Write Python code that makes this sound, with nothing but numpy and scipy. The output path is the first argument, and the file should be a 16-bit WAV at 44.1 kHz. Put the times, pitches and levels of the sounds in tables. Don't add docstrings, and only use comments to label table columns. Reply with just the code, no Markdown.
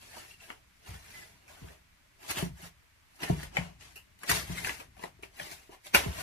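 import sys
import numpy as np
from scipy import signal
from scipy.fft import rfft, irfft, next_fast_len
from scipy.io import wavfile

SR = 44100
rng = np.random.default_rng(int(sys.argv[2]) if len(sys.argv) > 2 else 0)


def master_out(mix):
    frames = np.transpose(np.atleast_2d(mix))
    ceiling = np.clip(frames, -1, 1)
    pcm = np.round(ceiling * 32767).astype(np.int16)
    wavfile.write(sys.argv[1], SR, pcm)


N = 274302

# frequency in Hz, relative level in dB per Hz.
HISS_COLOUR = [(30, 5.5), (53, -41), (215, -31), (273, -20), (569, -48), (889, -24), (2230, -19),
               (3220, -25.5), (16000, -36.5)]
# time in seconds, dB up on the left and down on the right, delay of the right side in ms.
HAND_PLACE = [(0, .4, .68), (3.3, .3, .68), (3.5, 1.1, .68), (4.45, 1.1, .68), (4.55, 1.3, .5),
              (5.5, 1.2, .5), (5.97, .5, .5), (6.05, .4, .68)]

# time in seconds, rumble level in dB.
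LEANING = [(0.0, -61), (0.81, -69), (0.99, -60.5), (2.23, -70.5), (2.48, -59), (2.86, -70.5), (3.2, -70.5),
           (3.43, -51.5), (4.21, -68.5), (4.49, -44), (4.8, -58), (5.82, -70), (6.22, -44.5)]
# start in seconds, level in dB before a small random change per mode,
# deep modes in dB relative to that, bowl modes in dB relative to that.
TABLE_THUMPS = [(0.882, -45.5, 5, -12), (0.928, -50, 4, -16), (1.616, -39, -2, -15), (1.642, -40, -19, -5),
                (2.28, -48, 2.5, -10), (2.367, -37, -3, -4), (2.424, -21, -17, -7.5),
                (2.507, -35.5, -7.5, -37), (2.627, -41.5, -10, -15), (3.221, -38.5, -10.5, -7),
                (3.298, -13.5, -16, -8.5), (3.583, -22.5, -14.5, -30), (4.293, -28, -5.5, -3),
                (4.313, -33.5, -5, 3.5), (4.367, -34.5, -9, -16), (4.497, -29, -10.5, -9),
                (4.618, -43, -1.5, -31), (5.037, -50, -26, -4), (5.191, -63.5, -14, 13),
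                (5.232, -59, -28, 16.5), (5.408, -48.5, -6, 2), (5.513, -51, -4, -28),
                (5.693, -63.5, -7, 18.5), (5.945, -39, 4, 10), (6.058, -27.5, -2, -7.5)]
# frequency in Hz, level in dB, time to die by 60 dB in seconds.
DEEP_TABLE_MODES = [(62.5, 2.5, 0.37), (80.8, -1, 0.45), (100.2, 10, 0.11), (129, -3, 0.23)]
TABLE_TOP_MODES = [(149, -15, 0.42), (173, -2, 0.24), (210, -15, 0.1), (240, -10, 0.08)]
BOWL_MODES = [(300, -37, 0.063), (363, -4, 0.03), (395.5, -6, 0.073), (669, -7.5, 0.061), (943, -12, 0.094)]

# start in seconds, length in seconds, starting pitch in Hz, level in dB.
FINGER_SQUEAKS = [(0.186, 0.104, 2780, -61.5), (0.306, 0.015, 2800, -52), (0.339, 0.0094, 2800, -53),
                  (0.401, 0.011, 2750, -55), (0.432, 0.013, 2750, -51.5), (1.14, 0.066, 2060, -51.5),
                  (1.21, 0.035, 2050, -54), (3.268, 0.026, 1830, -43), (4.555, 0.009, 2450, -46),
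                  (4.572, 0.029, 2150, -37)]
# start in seconds, level in dB, bright part in dB relative to that,
# dull part in dB relative to that, time to die by 60 dB in seconds, pitch of the taut patch in Hz.
FILM_SNAPS = [(0.1656, -50, 0, 5, 0.028, 1500), (0.501, -34.5, -22, 0.5, 0.012, 1970),
              (1.478, -57, -6, -1, 0.035, 2310), (2.309, -34, 8.5, 8, 0.0095, 2420),
              (3.2012, -48, -25, 0.5, 0.05, 2800), (3.2306, -29.5, -23, -3, 0.022, 1890),
              (3.4304, -40, 1.5, 10.5, 0.016, 1950), (3.5677, -18, -29, -3, 0.012, 2000),
              (3.956, -52.5, -1, -8.5, 0.14, 2700), (4.189, -63.5, 16, -8, 0.0095, 2000),
              (4.2321, -38, -3, 1.5, 0.017, 1800), (4.2949, -21.5, 1, -30, 0.016, 1860),
              (4.313, -22.5, 0, 0, 0.018, 1920), (4.6462, -16, -20, -22, 0.0046, 1910),
              (4.67, -22, -11, -7, 0.0095, 1680), (4.6845, -32, -20, -10, 0.008, 1910),
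              (4.6927, -25.5, -26, -5, 0.015, 1840), (4.799, -46.5, -4, 1, 0.03, 2540),
              (4.966, -58.5, -2, 10, 0.019, 1760), (4.992, -52, -20, 3, 0.025, 2760),
              (5.0371, -32, -25, 10.5, 0.0068, 2030), (5.2322, -39, -31, -1.5, 0.016, 2280),
              (5.3974, -33.5, -16, -3, 0.017, 1770), (5.856, -65, -5, -12, 0.016, 2030),
              (5.946, -13, -3, -5, 0.022, 2460)]
# peak time in seconds, bright creasing level in dB,
# swell time in seconds, fade time in seconds, slackness in dB.
FILM_CRINKLES = [(0.015, -59, 0.32, 0.73, -2.5), (0.176, -54.5, 0.31, 0.26, 0),
                 (0.317, -60.5, 0.41, 0.12, -4), (0.418, -59.5, 0.13, 0.33, -2.5),
                 (0.496, -61, 0.1, 0.17, 2.5), (0.879, -55.5, 0.13, 0.22, 0.5),
                 (0.942, -56.5, 0.058, 0.099, 0.5), (1.173, -57, 1, 0.44, -1.5),
                 (1.49, -62.5, 0.059, 0.51, 0.5), (1.705, -64.5, 0.95, 0.19, 2),
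                 (2.243, -57, 0.16, 0.31, 0), (2.308, -37, 0.089, 0.043, -2),
                 (2.382, -41.5, 0.16, 0.18, 0.5), (2.655, -53, 0.28, 0.077, -0.5),
                 (3.159, -64.5, 0.019, 0.042, -17), (3.235, -44.5, 0.1, 0.05, 1.5),
                 (3.286, -52, 0.22, 0.17, 2.5), (3.433, -52.5, 0.68, 0.13, -0.5),
                 (3.562, -51.5, 0.11, 0.3, 2.5), (3.813, -56.5, 0.065, 0.37, -3),
                 (4.242, -53.5, 0.11, 0.014, 1), (4.3, -29.5, 0.064, 0.08, -2),
                 (4.359, -37, 0.25, 0.18, -2), (4.512, -51.5, 0.39, 0.32, -1),
                 (4.583, -47.5, 0.22, 0.22, -2.5), (4.658, -43, 0.16, 0.3, -2),
                 (4.801, -57, 0.058, 0.08, 4), (5.04, -55, 0.19, 0.11, 1), (5.227, -57.5, 0.016, 0.12, 0),
                 (5.409, -51.5, 0.19, 0.5, -1), (5.516, -47, 0.071, 0.088, -4.5),
                 (5.73, -60.5, 0.088, 0.084, 3), (5.868, -51, 0.094, 0.052, -3),
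                 (5.947, -28.5, 0.032, 0.12, 1.5), (6.02, -47, 0.26, 0.25, 1.5),
                 (6.21, -45.5, 0.39, 0.11, 0)]
# frequency in Hz, width in Hz, relative level in dB.
HOLLOW_PEAKS = [(1230, 890, -3.5), (1604, 1256, 10.5), (1996, 650, 12.5), (2934, 350, 8)]
FLAP_PEAKS = [(257, 263, 1), (498, 180, 5.5), (597, 180, 5.5), (990, 415, -2.5)]
# frequency in Hz, relative level in dB per Hz.
BRIGHT_COLOUR = [(1760, -13), (3000, 2.5), (3360, -0.5), (5920, -2.5), (8640, -6.5), (10400, -3),
                 (13200, -9.5), (15200, -7), (16000, -31)]
# time in seconds, level change in dB.
TOP_TREBLE = [(0, -2), (3.3, 0), (3.6, -13), (3.85, -16), (3.95, 1), (4.3, -2), (6.22, -1)]

HISS_DB = -60.5
KITCHEN_T60_S, KITCHEN_DB = 0.15, 2.5
NEAR_T60_S, NEAR_DB = 0.025, 1
ALIKE_BELOW_HZ = 404
CLOSE_ECHO_DB = -5
STILLED_S = 6.118
SQUEAK_SAG = 0.04
FINEST_DB = -5
CREASES_PER_S, CREASE_SPREAD_DB = 11000, 3.5
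RESTING_DB = -82.5
FLAP_DB, FLAP_FOLLOWS = -3.5, 2.27
SWELL_POWER, FADE_POWER = 4.51, 3.33
TOP_FROM_HZ, CUTOFF_HZ = 10200, 15800


def from_db(db):
    return 10 ** (np.asarray(db) / 20)


def rms_one(x):
    return x / np.sqrt(np.mean(x ** 2) + 1e-20)


def in_time(rows):
    s, *columns = np.transpose(rows)
    return [np.interp(np.arange(N) / SR, s, column) for column in columns]


def add(out, s, sound):
    part = out[..., round(s * SR):][..., :sound.shape[-1]]
    part += sound[..., :part.shape[-1]]


def highpass(x, hz):
    return signal.sosfilt(signal.butter(2, hz, "high", fs=SR, output="sos"), x)


def coloured(x, spectrum):
    size = next_fast_len(N)
    hz, db = np.transpose(spectrum)
    bins_hz = np.arange(size // 2 + 1) * SR / size
    gain = from_db(np.interp(np.log(bins_hz + 1), np.log(hz), db))
    return irfft(rfft(x, size) * rms_one(gain), size)[..., :N]


def resonant(x, peaks):
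    out = 0
    click = np.arange(len(x)) == 0
    both = np.stack([x, click]) + 1e-18
    for k, (hz, width_hz, db) in enumerate(peaks):
        r = np.exp(-np.pi * width_hz / SR)
        poles = [1, -2 * r * np.cos(2 * np.pi * hz / SR), r * r]
        peak = signal.lfilter([1 - r * r, 0, r * r - 1], poles, both)
        out = out + (-1) ** k * from_db(db) * peak
    return out[0] / np.sqrt(np.sum(out[1] ** 2))


def ring(clicks, hz, t60):
    r, w = from_db(-60 / (t60 * SR)), 2 * np.pi * hz / SR
    return signal.lfilter([0, np.sin(w)], [1, -2 * r * np.cos(w), r * r], clicks + 1e-18)


def struck(modes):
    click = 1. * (np.arange(SR // 2) == 0)
    return np.array([from_db(db) * ring(click, hz, t60) for hz, db, t60 in modes])


def pushed(ringing, push_s):
    push = signal.windows.hann(round(push_s * SR))
    return signal.lfilter(push / push.sum(), 1, ringing)


def hiss():
    return from_db(HISS_DB) * coloured(rng.standard_normal((2, N)), HISS_COLOUR)


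def kitchen(x):
    hop, after, out = SR // 60, np.arange(SR // 5) / SR, np.zeros((2, N))
    near, far = [rms_one(from_db(-60 * after / t60)) for t60 in (NEAR_T60_S, KITCHEN_T60_S)]
    dying = np.hypot(from_db(NEAR_DB) * near, from_db(KITCHEN_DB) * far) / np.sqrt(len(after))
    fade = np.sin(np.pi * np.arange(2 * hop) / (2 * hop))
    padded = np.concatenate([x, np.zeros(2 * hop)])
    for at in range(0, N, hop):
        echoes = rng.standard_normal((2, len(after))) * dying
        piece = padded[at:at + 2 * hop] * fade
        add(out, at / SR, signal.fftconvolve(piece[None], echoes, axes=1))
    return highpass(out, ALIKE_BELOW_HZ)


def rumble():
    shaking = rng.standard_normal(N)
    low_modes = DEEP_TABLE_MODES + TABLE_TOP_MODES[:2]
    shaken = sum(from_db(db) * ring(shaking, hz, t60 / 2) for hz, db, t60 in low_modes)
    return from_db(in_time(LEANING)[0]) * rms_one(shaken)


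def thumps():
    out = np.zeros(N)
    deep = pushed(struck(DEEP_TABLE_MODES) * [[1], [-1], [1], [-1]], 0.0092)
    top = pushed(struck(TABLE_TOP_MODES), 0.0046)
    bowl = pushed(struck(BOWL_MODES), 0.001)
    modes = np.vstack([deep, top, bowl])
    sizes = [len(deep), len(top), len(bowl)]
    chance_db = rng.normal(0, 1.2, (len(TABLE_THUMPS), len(modes)))
    after = np.arange(SR // 10) / SR
    settling = rng.standard_normal((len(TABLE_THUMPS), len(after))) * from_db(-40 - 60 * after / 0.26)
    settling[:, 0] = 1
    for (s, db, deep_db, bowl_db), spread_db, contact in zip(TABLE_THUMPS, chance_db, settling):
        strengths = from_db(db + np.repeat([deep_db, 0, bowl_db], sizes) + spread_db)
        add(out, s, signal.fftconvolve(strengths @ modes, contact))
    out *= from_db(-60 * np.maximum(np.arange(N) / SR - STILLED_S, 0) / 0.02)
    return highpass(out, 75)


def squeaks():
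    out = np.zeros(N)
    noise = rng.standard_normal((len(FINGER_SQUEAKS), SR // 5))
    for (s, length_s, hz, db), rubbing in zip(FINGER_SQUEAKS, noise):
        along = np.clip(np.arange(len(rubbing)) / SR / length_s, 0, 1)
        pitch_hz = hz * (1 - SQUEAK_SAG * along)
        note = np.sin(2 * np.pi * np.cumsum(pitch_hz) / SR)
        flutter = 1 + 0.59 * rms_one(resonant(rubbing, [(160, 380, 0)]))
        swell = np.sqrt(np.abs(np.sin(np.pi * along)))
        add(out, s, from_db(db) * swell * flutter * note)
    return out


def snaps():
    drive, patches, after = np.zeros((4, N)), np.zeros(N), np.arange(SR // 5) / SR
    noise = np.clip(rng.laplace(0, 0.7, (len(FILM_SNAPS), len(after))), -2.5, 2.5)
    for (s, db, bright_db, dull_db, dying_s, hz), crackle in zip(FILM_SNAPS, noise):
        shape = (1 - np.exp(-after / 0.0011)) * from_db(-60 * after / max(dying_s, 0.004))
        strength = np.linalg.norm(shape)
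        flurry = shape * crackle
        flurry *= strength / np.linalg.norm(flurry)
        parts_db = np.array([[bright_db], [-4], [dull_db], [bright_db + FINEST_DB]])
        add(drive, s, from_db(db + parts_db) * flurry)
        taut = [(hz, 480, 0)]
        patch = resonant(resonant(flurry, taut), taut)
        add(patches, s, from_db(db + 4.5) * patch * strength / np.linalg.norm(patch))
    finest = resonant(drive[3], [(12300, 5700, 0)])
    return drive[:3], patches + finest


def creases():
    sizes = from_db(CREASE_SPREAD_DB * np.minimum(rng.exponential(1, N), 5))
    directions = rng.choice([-1, 1], N)
    happens = rng.random(N) < CREASES_PER_S / SR
    return rms_one(sizes * directions * happens)


def crinkling():
    t, power = np.arange(N) / SR, from_db(2 * RESTING_DB) * np.ones((3, N))
    for s, db, swell_s, fade_s, slack_db in FILM_CRINKLES:
        swell = np.clip(1 - (s - t) / swell_s, 0, 1) ** SWELL_POWER
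        fade = np.clip(1 - (t - s) / fade_s, 0, 1) ** FADE_POWER
        shape = swell * fade
        heard = shape > 0
        gains = from_db(db + np.array([[0], [slack_db], [FLAP_DB + FLAP_FOLLOWS * slack_db]]))
        power[:, heard] += (gains * shape[heard]) ** 2
    return np.sqrt(power)


def film():
    sudden, patches = snaps()
    bright, hollow, dull = crinkling() * creases() + sudden
    bright = coloured(bright, BRIGHT_COLOUR)
    lower = signal.sosfiltfilt(signal.butter(2, TOP_FROM_HZ, fs=SR, output="sos"), bright)
    bright = lower + from_db(in_time(TOP_TREBLE)[0]) * (bright - lower)
    return bright + resonant(hollow, HOLLOW_PEAKS) + resonant(dull, FLAP_PEAKS), patches


def scene():
    left_db, late_ms = in_time(HAND_PLACE)
    wide, patches = film()
    wide = wide + thumps() + rumble()
    close = patches + squeaks()
    direct = wide + close
    late_at = np.round(np.arange(N) - late_ms * SR / 1000).astype(int)
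    heard = np.stack([direct, direct[np.maximum(late_at, 0)]])
    heard = heard + kitchen(wide + from_db(CLOSE_ECHO_DB) * close)
    return heard * from_db(left_db * np.array([[1], [-1]])) + hiss()


def record(dry):
    thin = highpass(dry, 40)
    return signal.sosfilt(signal.cheby2(14, 70, CUTOFF_HZ, fs=SR, output="sos"), thin)


dry = scene()
out = record(dry)
master_out(out)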